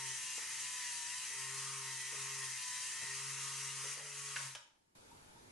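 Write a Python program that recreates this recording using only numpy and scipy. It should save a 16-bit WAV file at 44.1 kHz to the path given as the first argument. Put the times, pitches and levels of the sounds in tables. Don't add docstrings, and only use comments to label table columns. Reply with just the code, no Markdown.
import sys
import numpy as np
from scipy import signal
from scipy.fft import rfft, irfft, next_fast_len
from scipy.io import wavfile
from scipy.ndimage import uniform_filter1d, map_coordinates

SR = 44100
rng = np.random.default_rng(int(sys.argv[2]) if len(sys.argv) > 2 else 0)


def output_pcm(signal):
    pcm = np.clip(np.atleast_2d(signal).T, -1, 1) * 32767
    wavfile.write(sys.argv[1], SR, np.round(pcm).astype(np.int16))


N = 242991

FREE_HZ, SAG_HZ = 135, 9
THUMB_S, THUMB_ATTACK_S, THUMB_RELEASE_S = 3.92, 0.069, 0.56
STOP_S, COAST_S, COAST_DROP_HZ = 4.391, 0.34, 12
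# start_s, level_db, thud_relative_db, hollow_hz, hollow_relative_db
BUMPS = [(0.377, -56, -27, 430, -3), (1.304, -63.5, -12, 420, 6), (2.125, -56.5, -24, 430, 5),
         (3.018, -58.5, -3, 436, 0), (3.838, -53, -22, 444.5, 1), (3.974, -54, -26, 515, 3)]
# start_s, level_db, t60_s, crack_gain, ring_relative_db
CLICKS = [(4.3595, -36.5, 0.045, .45, -10), (4.3627, -43, 0.05, .02, -9), (4.55, -49, 0.07, 2.0, -1)]


def amp(db):
    return 10 ** (np.asarray(db) / 20)


def unit(x):
    return x / np.sqrt(np.mean(x ** 2) + 1e-20)


def along(points, hz):
    f, v = np.transpose(points)
    return np.interp(np.log(hz + 1), np.log(f + 1), v)


def curve(points):
    return np.interp(np.arange(N) / SR, *np.transpose(points))


def wobble(rate):
    return map_coordinates(rng.standard_normal(int(N * rate / SR) + 4), [np.arange(N) * rate / SR])


def filtered(x, response):
    m = next_fast_len(x.shape[-1] + 8192)
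    return irfft(rfft(x, m) * response(np.fft.rfftfreq(m, 1 / SR)), m)[..., :x.shape[-1]]


def noise(spectrum):
    return unit(filtered(rng.standard_normal(N), lambda hz: amp(along(spectrum, hz))))


def bell(x, centre, width):
    return 1 / (1 + (2 * (x - centre) / width) ** 2)


def resonant_noise(modes):
    response = lambda hz: sum(amp(db) * bell(hz, centre, width) for centre, width, db in modes)
    return unit(filtered(rng.standard_normal(N), response))


def patchy(x, depth_db):
    z = signal.stft(x, nperseg=512)[2]
    field = uniform_filter1d(rng.standard_normal(z.shape[1:]), size=3, axis=0)
    field = uniform_filter1d(field, size=16, axis=1)
    return signal.istft(z * amp(depth_db * unit(field)), nperseg=512)[1][:, :N]


def since(s):
    return np.maximum(np.arange(N) / SR - s, 0)


def ramp(start_s, length_s):
    return np.clip(since(start_s) / length_s, 0, 1)


def fade(t, attack_s, t60_s):
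    return (1 - np.exp(-t / attack_s)) * amp(-60 * t / t60_s)


def loading(speed):
    return np.clip((FREE_HZ - speed) / SAG_HZ, 0, 1)


def thumb():
    return ramp(THUMB_S, THUMB_ATTACK_S) * (1 - ramp(THUMB_S + THUMB_ATTACK_S, THUMB_RELEASE_S)) ** 2


def coasting():
    return amp(-60 * (since(STOP_S) / COAST_S) ** 2)


def room(x, wet_db):
    # frequency_hz, t60_s
    decay = [(150, 0.27), (1000, 0.49), (3000, 0.45), (10000, 0.42)]
    # frequency_hz, gain_db
    colour = [(130, -32), (450, -19), (1000, 3.5), (2300, 0.5), (5000, 2.5), (10000, -3.5)]
    hz, t, z = signal.stft(rng.standard_normal((2, SR // 2)), SR, nperseg=256)
    tail = signal.istft(z * amp(-60 * t / along(decay, hz)[:, None]), SR, nperseg=256)[1]
    tail = tail * (np.arange(tail.shape[1]) / SR > .003)
    wet = signal.fftconvolve(x[None], tail / np.linalg.norm(tail[0]), axes=1)[:, :N]
    return x + amp(wet_db) * filtered(wet, lambda hz: amp(along(colour, hz)))


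def ambience(quiet_db=-80.5, loud_db=-63):
    # frequency_hz, relative_db
    air = [(15, -1), (30, -6), (90, 1), (200, -3.5), (400, -6.5), (700, -11.5), (915, -6.5), (1030, -12.5),
           (2000, -16.5), (3000, -17.5), (6500, -18), (11500, -20.5)]
    side_db = [(40, -8), (110, -21), (220, -2.5), (1000, 5.5), (1800, 3.0), (10000, 0)]
    mid, side = patchy(np.array([noise(air), noise(air)]), depth_db=1.8)
    side = filtered(side, lambda hz: amp(along(side_db, hz)))
    level_db = quiet_db + (loud_db - quiet_db) * ramp(start_s=4.948, length_s=0.0056)
    return amp(level_db) * np.array([mid + side, mid - side])


def taps():
    # start_s, level_db
    hits = [(5.112, -56), (5.359, -58)]
    body = unit(filtered(rng.standard_normal(N), lambda hz: bell(hz, 920, 110) ** 2))
    return sum(amp(db) * body * fade(since(s), 0.0026, 0.089) for s, db in hits)


def lid_buzz(pressed_db=-67, click_db=-67.5):
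    # pitch_hz, width_hz, relative_db
    modes = [(586, 140, 1), (910, 130, 0.5)]
    jolts = sum(fade(since(s), 0.0037, t60_s=0.51) for s, *_ in CLICKS)
    return (amp(pressed_db) * thumb() + amp(click_db) * jolts) * resonant_noise(modes)


def bumps(hollow_width_hz=130):
    # pitch_hz, width_hz, relative_db
    shell = [(272, 39, -17), (610, 250, -12), (920, 200, -13), (1250, 710, -11), (2180, 820, -9)]
    thud = noise([(25, -29), (70, 11), (200, 9), (400, -29), (1000, -60)])
    out = np.zeros(N)
    for s, db, thud_db, hollow_hz, hollow_db in BUMPS:
        chatter = resonant_noise([*shell, (hollow_hz, hollow_width_hz, hollow_db)])
        blow = fade(since(s), 0.0006, 0.14) + 0.33 * fade(since(s), 0.008, 0.65)
        out += blow * (amp(db) * chatter + amp(db + thud_db) * thud)
    return out


def button(rise_s=.0002):
    # frequency_hz, relative_db
    snap = [(100, -34), (400, -24), (850, -18), (1250, -8), (1550, 2), (2100, 1.5), (2700, 3), (3400, -7),
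            (4500, -14), (11000, -26), (14000, -50)]
    # pitch_hz, relative_db, t60_s
    lid = [(940, -13, 0.16), (1490, -3, 0.082), (1750, -7, .045)]
    clatter = noise(snap)
    crack = noise([(300, -12.0), (1000, 0.5), (3000, 2), (7000, -3), (11000, -12), (14000, -34)])
    out = np.zeros(N)
    for s, level_db, t60_s, crack_gain, ring_db in CLICKS:
        t = since(s)
        strike = clatter * fade(t, rise_s, t60_s) + crack_gain * crack * fade(t, rise_s, 0.068)
        ring = sum(amp(db) * np.sin(2 * np.pi * hz * t) * fade(t, rise_s, t60) for hz, db, t60 in lid)
        out += amp(level_db) * (strike + amp(ring_db) * ring)
    return out


def grind(angle, speed, free_db=-64.5, load_db=-11, shake_db=4.5):
    # frequency_hz, relative_db
    spectrum = [(600, -34), (780, -20), (860, -14), (930, 0), (1010, -5.5), (1150, -8.5), (1300, -1.5),
                (1450, 0.5), (1700, -2.5), (2000, -25), (3000, -50)]
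    shaken = sum(fade(since(s), .02, t60_s=0.66) for s, *_ in BUMPS)
    level_db = free_db + load_db * loading(speed) + shake_db * shaken
    return amp(level_db + 0.87 * wobble(24.9)) * (1 + 0.34 * np.cos(angle)) * noise(spectrum)


def rasp(angle, per_second=170, usual_s=.048, glide_share=.01, scatter_db=3.5):
    # pitch_hz, level_db
    levels = [(1700, -65), (2000, -62), (2300, -63), (2800, -63), (3500, -67), (4100, -64.5), (4900, -63.5),
              (5300, -67), (6000, -60), (6700, -61)]
    low_hz, high_hz = levels[0][0], levels[-1][0]
    count = int(per_second * N / SR)
    start, place = rng.random((count, 2)).T[:, :, None]
    size, life, glide = rng.standard_normal((count, 3)).T[:, :, None]
    hz = low_hz * (high_hz / low_hz) ** place
    t = np.arange(int(2 * usual_s * SR)) / SR
    length_s = usual_s * np.clip(2 ** (life / 2), .5, 2)
    progress = np.minimum(t / length_s, 1)
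    envelope = amp(along(levels, hz) + scatter_db * size) * np.sin(np.pi * np.sqrt(progress))
    chirps = envelope * np.sin(2 * np.pi * hz * t * (1 + glide_share * glide * progress / 2))
    at = (start * N).astype(int) + np.arange(len(t))
    return np.bincount(at.ravel(), chirps.ravel(), N)[:N] * (1 + 0.15 * np.cos(angle))


def rattle(angle, trim_db=-6):
    # time_s, level_db (before the trim)
    levels = [(0.0, -48), (0.02, -55), (0.35, -60), (0.42, -48.5), (0.75, -57), (0.86, -46.5), (1.02, -75),
              (1.15, -55), (1.22, -63), (1.32, -55), (1.43, -50), (1.81, -69), (2.13, -48.5), (2.33, -52.5),
              (2.75, -55), (2.83, -57), (3.09, -51), (3.17, -50), (3.69, -60), (3.95, -50), (4.01, -52),
              (4.25, -57), (4.3, -59)]
    housing = lambda hz: (bell(hz, 1893, 180) + 0.44 * bell(hz, 2040, 190)
                          + 0.66 * bell(hz, 2460, 370) + 0.14 * bell(hz, 3270, 264))
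    pulses = ((1 + np.cos(angle + wobble(60))) / 2) ** 2
    knocks = pulses * amp(wobble(90)) * rng.standard_normal(N)
    return amp(curve(levels) + trim_db) * unit(filtered(knocks, housing))


def squeal(angle, speed):
    # pitch_hz, width_hz, level_db (before the load's gain)
    modes = [(2555, 50, -69), (2670, 45, -65), (2800, 38, -57.5), (3143, 38, -65), (3730, 80, -66),
             (3970, 60, -65), (4690, 110, -65.5)]
    coarse = np.arange(0, N, 100)
    out = np.zeros(N)
    for order in range(14, 42):
        gain = sum(amp(db) * bell(order * speed[coarse], hz, width) for hz, width, db in modes)
        phase = order * angle + 0.34 * wobble(35) + rng.uniform(0, 2 * np.pi)
        out += np.interp(np.arange(N), coarse, gain) * np.sin(phase)
    return np.sqrt(2) * amp(-5.5 + 8.0 * loading(speed)) * out


def scraping(angle, repeat_share=.2, play_rad=.014):
    surface = rng.standard_normal((2, 340))
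    place = (angle + play_rad * wobble(70)) / (2 * np.pi) * surface.shape[1]
    repeating = np.array([map_coordinates(row, [place], mode="grid-wrap") for row in surface])
    return np.sqrt(1 - repeat_share) * rng.standard_normal((2, N)) + np.sqrt(repeat_share) * repeating


def hiss(angle, speed, free_db=-46, drag_db_per_hz=0.0419):
    # frequency_hz, relative_db
    scrape = [(40, -32), (130, -20), (300, -29.5), (450, -21), (700, -28.5), (900, -8.5), (1400, -31),
              (1900, -14), (3500, -19), (4400, -13), (6200, -5.5), (9000, -12.5), (10600, -5.5),
              (11600, -26.5)]
    # centre_hz, width_hz, gain_db
    case = [(863, 91, -34), (1104, 36, -7), (1305, 110, 16.5), (1535, 106, 10), (1876, 390, 14),
            (1906, 34, -18), (2510, 370, 11), (2835, 57, 13), (3130, 710, 10.5), (3693, 170, 7),
            (4033, 177, 8), (4870, 170, 5), (5836, 150, 7), (6540, 90, 5.5), (7380, 770, 4.5),
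            (8190, 127, 7.5), (8460, 380, 4), (8920, 470, 7.5), (7800, 160, -2.5), (9120, 110, -4.5),
            (10780, 155, -13), (11020, 150, 8.5), (11350, 199, 11)]
    # pitch_hz, relative_db (to the hiss around them)
    gear_rings = [(3962, -3), (4673, -4), (5905, -3), (6202, 2), (6525, -15), (6621, 1), (7111, -7),
                  (7440, -9), (7714, 3), (8177, -11), (8419, 2), (8603, -3), (8920, -8), (9916, 0)]
    # frequency_hz, side_minus_mid_db
    spread = [(60, -43), (450, -11), (1000, 1), (2300, -25), (3100, -5.5), (3500, -12), (4000, -8.5),
              (5200, -0.5), (6600, -4.5), (7100, -8), (7600, -2), (11000, -4)]

    def colour(hz):
        case_db = sum(db * bell(hz, centre, width) for centre, width, db in case)
        dips_db = 6 * bell(hz, 2250, 850) + 7 * bell(hz, 2852, 80)
        rings = sum(amp(db) * bell(hz, centre, 14.0) for centre, db in gear_rings)
        return amp(along(scrape, hz) + case_db - dips_db) * (1 + rings)

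    uneven_db = 0.19 * wobble(810) + 0.53 * wobble(60) + 0.41 * wobble(12)
    force = (1 + 0.16 * np.cos(8 * angle)) * (1 + 0.021 * np.cos(angle)) * amp(uneven_db)
    friction = patchy(force * scraping(angle), depth_db=1.3)
    mid, side = unit(filtered(friction, colour))
    side = filtered(side, lambda hz: amp(along(spread, hz)))
    return amp(free_db + drag_db_per_hz * (FREE_HZ - speed)) * np.array([mid + side, mid - side])


def hum(angle, speed, lag_s=0.064):
    # pitch_hz, level_db
    first_levels = [(118, -75), (127.5, -77), (130, -71), (132.5, -61.5), (135.5, -58.5), (141, -64)]
    # pitch_hz, level_db
    third_levels = [(354, -78), (378, -94), (393, -73.5), (403, -64.5), (409, -70), (423, -68.5)]
    t = np.arange(N) / SR
    swell_db = 5.5 * bell(t, 4.46, 0.035)
    dip_db = -7 * bell(t, THUMB_S + THUMB_ATTACK_S, .06)
    lagged_speed = np.interp(t - lag_s, t, speed)
    first = amp(along(first_levels, lagged_speed) + swell_db + dip_db + wobble(11)) * np.sin(angle)
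    third_db = along(third_levels, 3 * speed) + (1 + 2 * thumb()) * wobble(18) - 5.2 * swell_db
    third = amp(third_db) * np.sin(3 * angle)
    run_out = amp(-60 * since(4.48) / 0.47)
    return np.sqrt(2) * (run_out * first + coasting() * third)


def whine(angle, speed, slack_rad=.24, flutter=0.27, steadying=0.7):
    strong_tones = {7: [(865, -78), (900, -68), (930, -65), (955, -68), (975, -75)], 8: [(950, -58.5),
                    (985, -60), (1000, -57), (1015, -60), (1032, -70), (1055, -64.5), (1075, -61.5),
                    (1105, -61.5), (1130, -69)], 9: [(1070, -76), (1100, -73), (1195, -74), (1215, -60.5),
                    (1232, -62), (1245, -70)], 14: [(1660, -75), (1745, -64.5), (1790, -65), (1820, -68),
                    (1860, -62), (1910, -67)], 15: [(1780, -56), (1820, -60), (1856, -53.5), (1885, -59),
                    (1910, -68), (1945, -58), (1975, -56), (2010, -63), (2080, -70)], 16: [(1900, -72),
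                    (1945, -55.5), (1990, -56), (2025, -68), (2060, -62), (2120, -64), (2185, -65),
                    (2240, -71)]}
    # shaft_multiple, free_db, loaded_db
    weak_tones = [(2, -93, -90), (4, -86, -98), (6, -96, -80), (6.65, -72, -90), (9.7, -73, -78),
                  (10, -70.5, -73), (11, -72, -78), (12, -73, -69), (13, -71, -85), (17, -70, -64),
                  (19, -72, -73), (20, -72, -71), (20.6, -68, -80), (21, -71, -71), (23, -73, -70)]
    # centre_s, shaft_multiple, boost_db, length_s
    flares = [(0.04, 7, 4.5, .2), (0.49, 16, 5, .08), (1.68, 8, 4, .25), (2.05, 15, 3, .12),
              (3.1, 14, 10, .13)]
    t = np.arange(N) / SR
    load = loading(speed)
    looseness = 1 - steadying * load
    levels_db = {order: along(points, order * speed) for order, points in strong_tones.items()}
    for order, free_db, loaded_db in weak_tones:
        levels_db[order] = free_db + load * (loaded_db - free_db)
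    for s, order, boost_db, length_s in flares:
        levels_db[order] += boost_db * np.exp(-(2 * (t - s) / length_s) ** 2)
    slack = slack_rad * looseness * (1 + 1.5 * thumb())
    out = np.zeros(N)
    for order, level_db in levels_db.items():
        force = amp(level_db + 2.2 * looseness * wobble(16)) * (1 + flutter * looseness * wobble(90))
        out += force * np.sin(order * angle + slack * wobble(70) + rng.uniform(0, 2 * np.pi))
    return np.sqrt(2) * out


def scene(jitter_hz=.3):
    # time_s, shaft_hz
    shaft_rate = [(0.0, 133.6), (0.2, 128.6), (0.32, 126.6), (0.38, 127.3), (0.42, 129.3), (0.58, 129.8),
                  (0.68, 126.0), (0.79, 125.3), (0.92, 120.8), (1.05, 118.5), (1.21, 127.4), (1.35, 131.5),
                  (1.52, 134.3), (1.73, 135.8), (1.97, 131.2), (2.09, 131.2), (2.17, 135.0), (2.27, 134.1),
                  (2.37, 134.7), (2.52, 130.2), (2.59, 126.5), (2.65, 124.6), (2.77, 124.4), (2.97, 130.5),
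                  (3.24, 136.2), (3.43, 136.6), (3.82, 135.5), (3.88, 138.9), (3.99, 137.5), (4.03, 145.5),
                  (4.13, 140.4), (4.33, 138.5), (4.36, 135.6), (4.42, 137.3)]
    speed = curve(shaft_rate) + jitter_hz * wobble(18) - COAST_DROP_HZ * ramp(STOP_S, COAST_S)
    angle = 2 * np.pi * np.cumsum(speed) / SR
    running = coasting()
    gear_damping, hiss_damping = amp(-5 * thumb()), amp(-6 * thumb())
    shaft = hum(angle, speed)
    tones = room(running * gear_damping * (whine(angle, speed) + squeal(angle, speed)), wet_db=-17)
    teeth = gear_damping * (grind(angle, speed) + rasp(angle))
    gears = room(running * (teeth + rattle(angle)), wet_db=-7.5)
    knocks = room(bumps() + button() + lid_buzz() + taps(), wet_db=-3)
    fizz = running * hiss_damping * hiss(angle, speed)
    centre = fizz.mean(axis=0)
    fizz = fizz - centre + room(centre, wet_db=-7.5)
    left_minus_right_db = [(700, 0.078), (3500, 0.67), (5000, 1.5), (6800, 3.2), (10000, 1.3)]
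    lean = lambda hz: amp(np.outer([.5, -.5], along(left_minus_right_db, hz)))
    return filtered(shaft + tones + gears + knocks + fizz, lean) + ambience()


def record(dry, top_hz=11750):
    return filtered(dry, lambda hz: hz < top_hz)


dry = scene()
out = record(dry)
output_pcm(out)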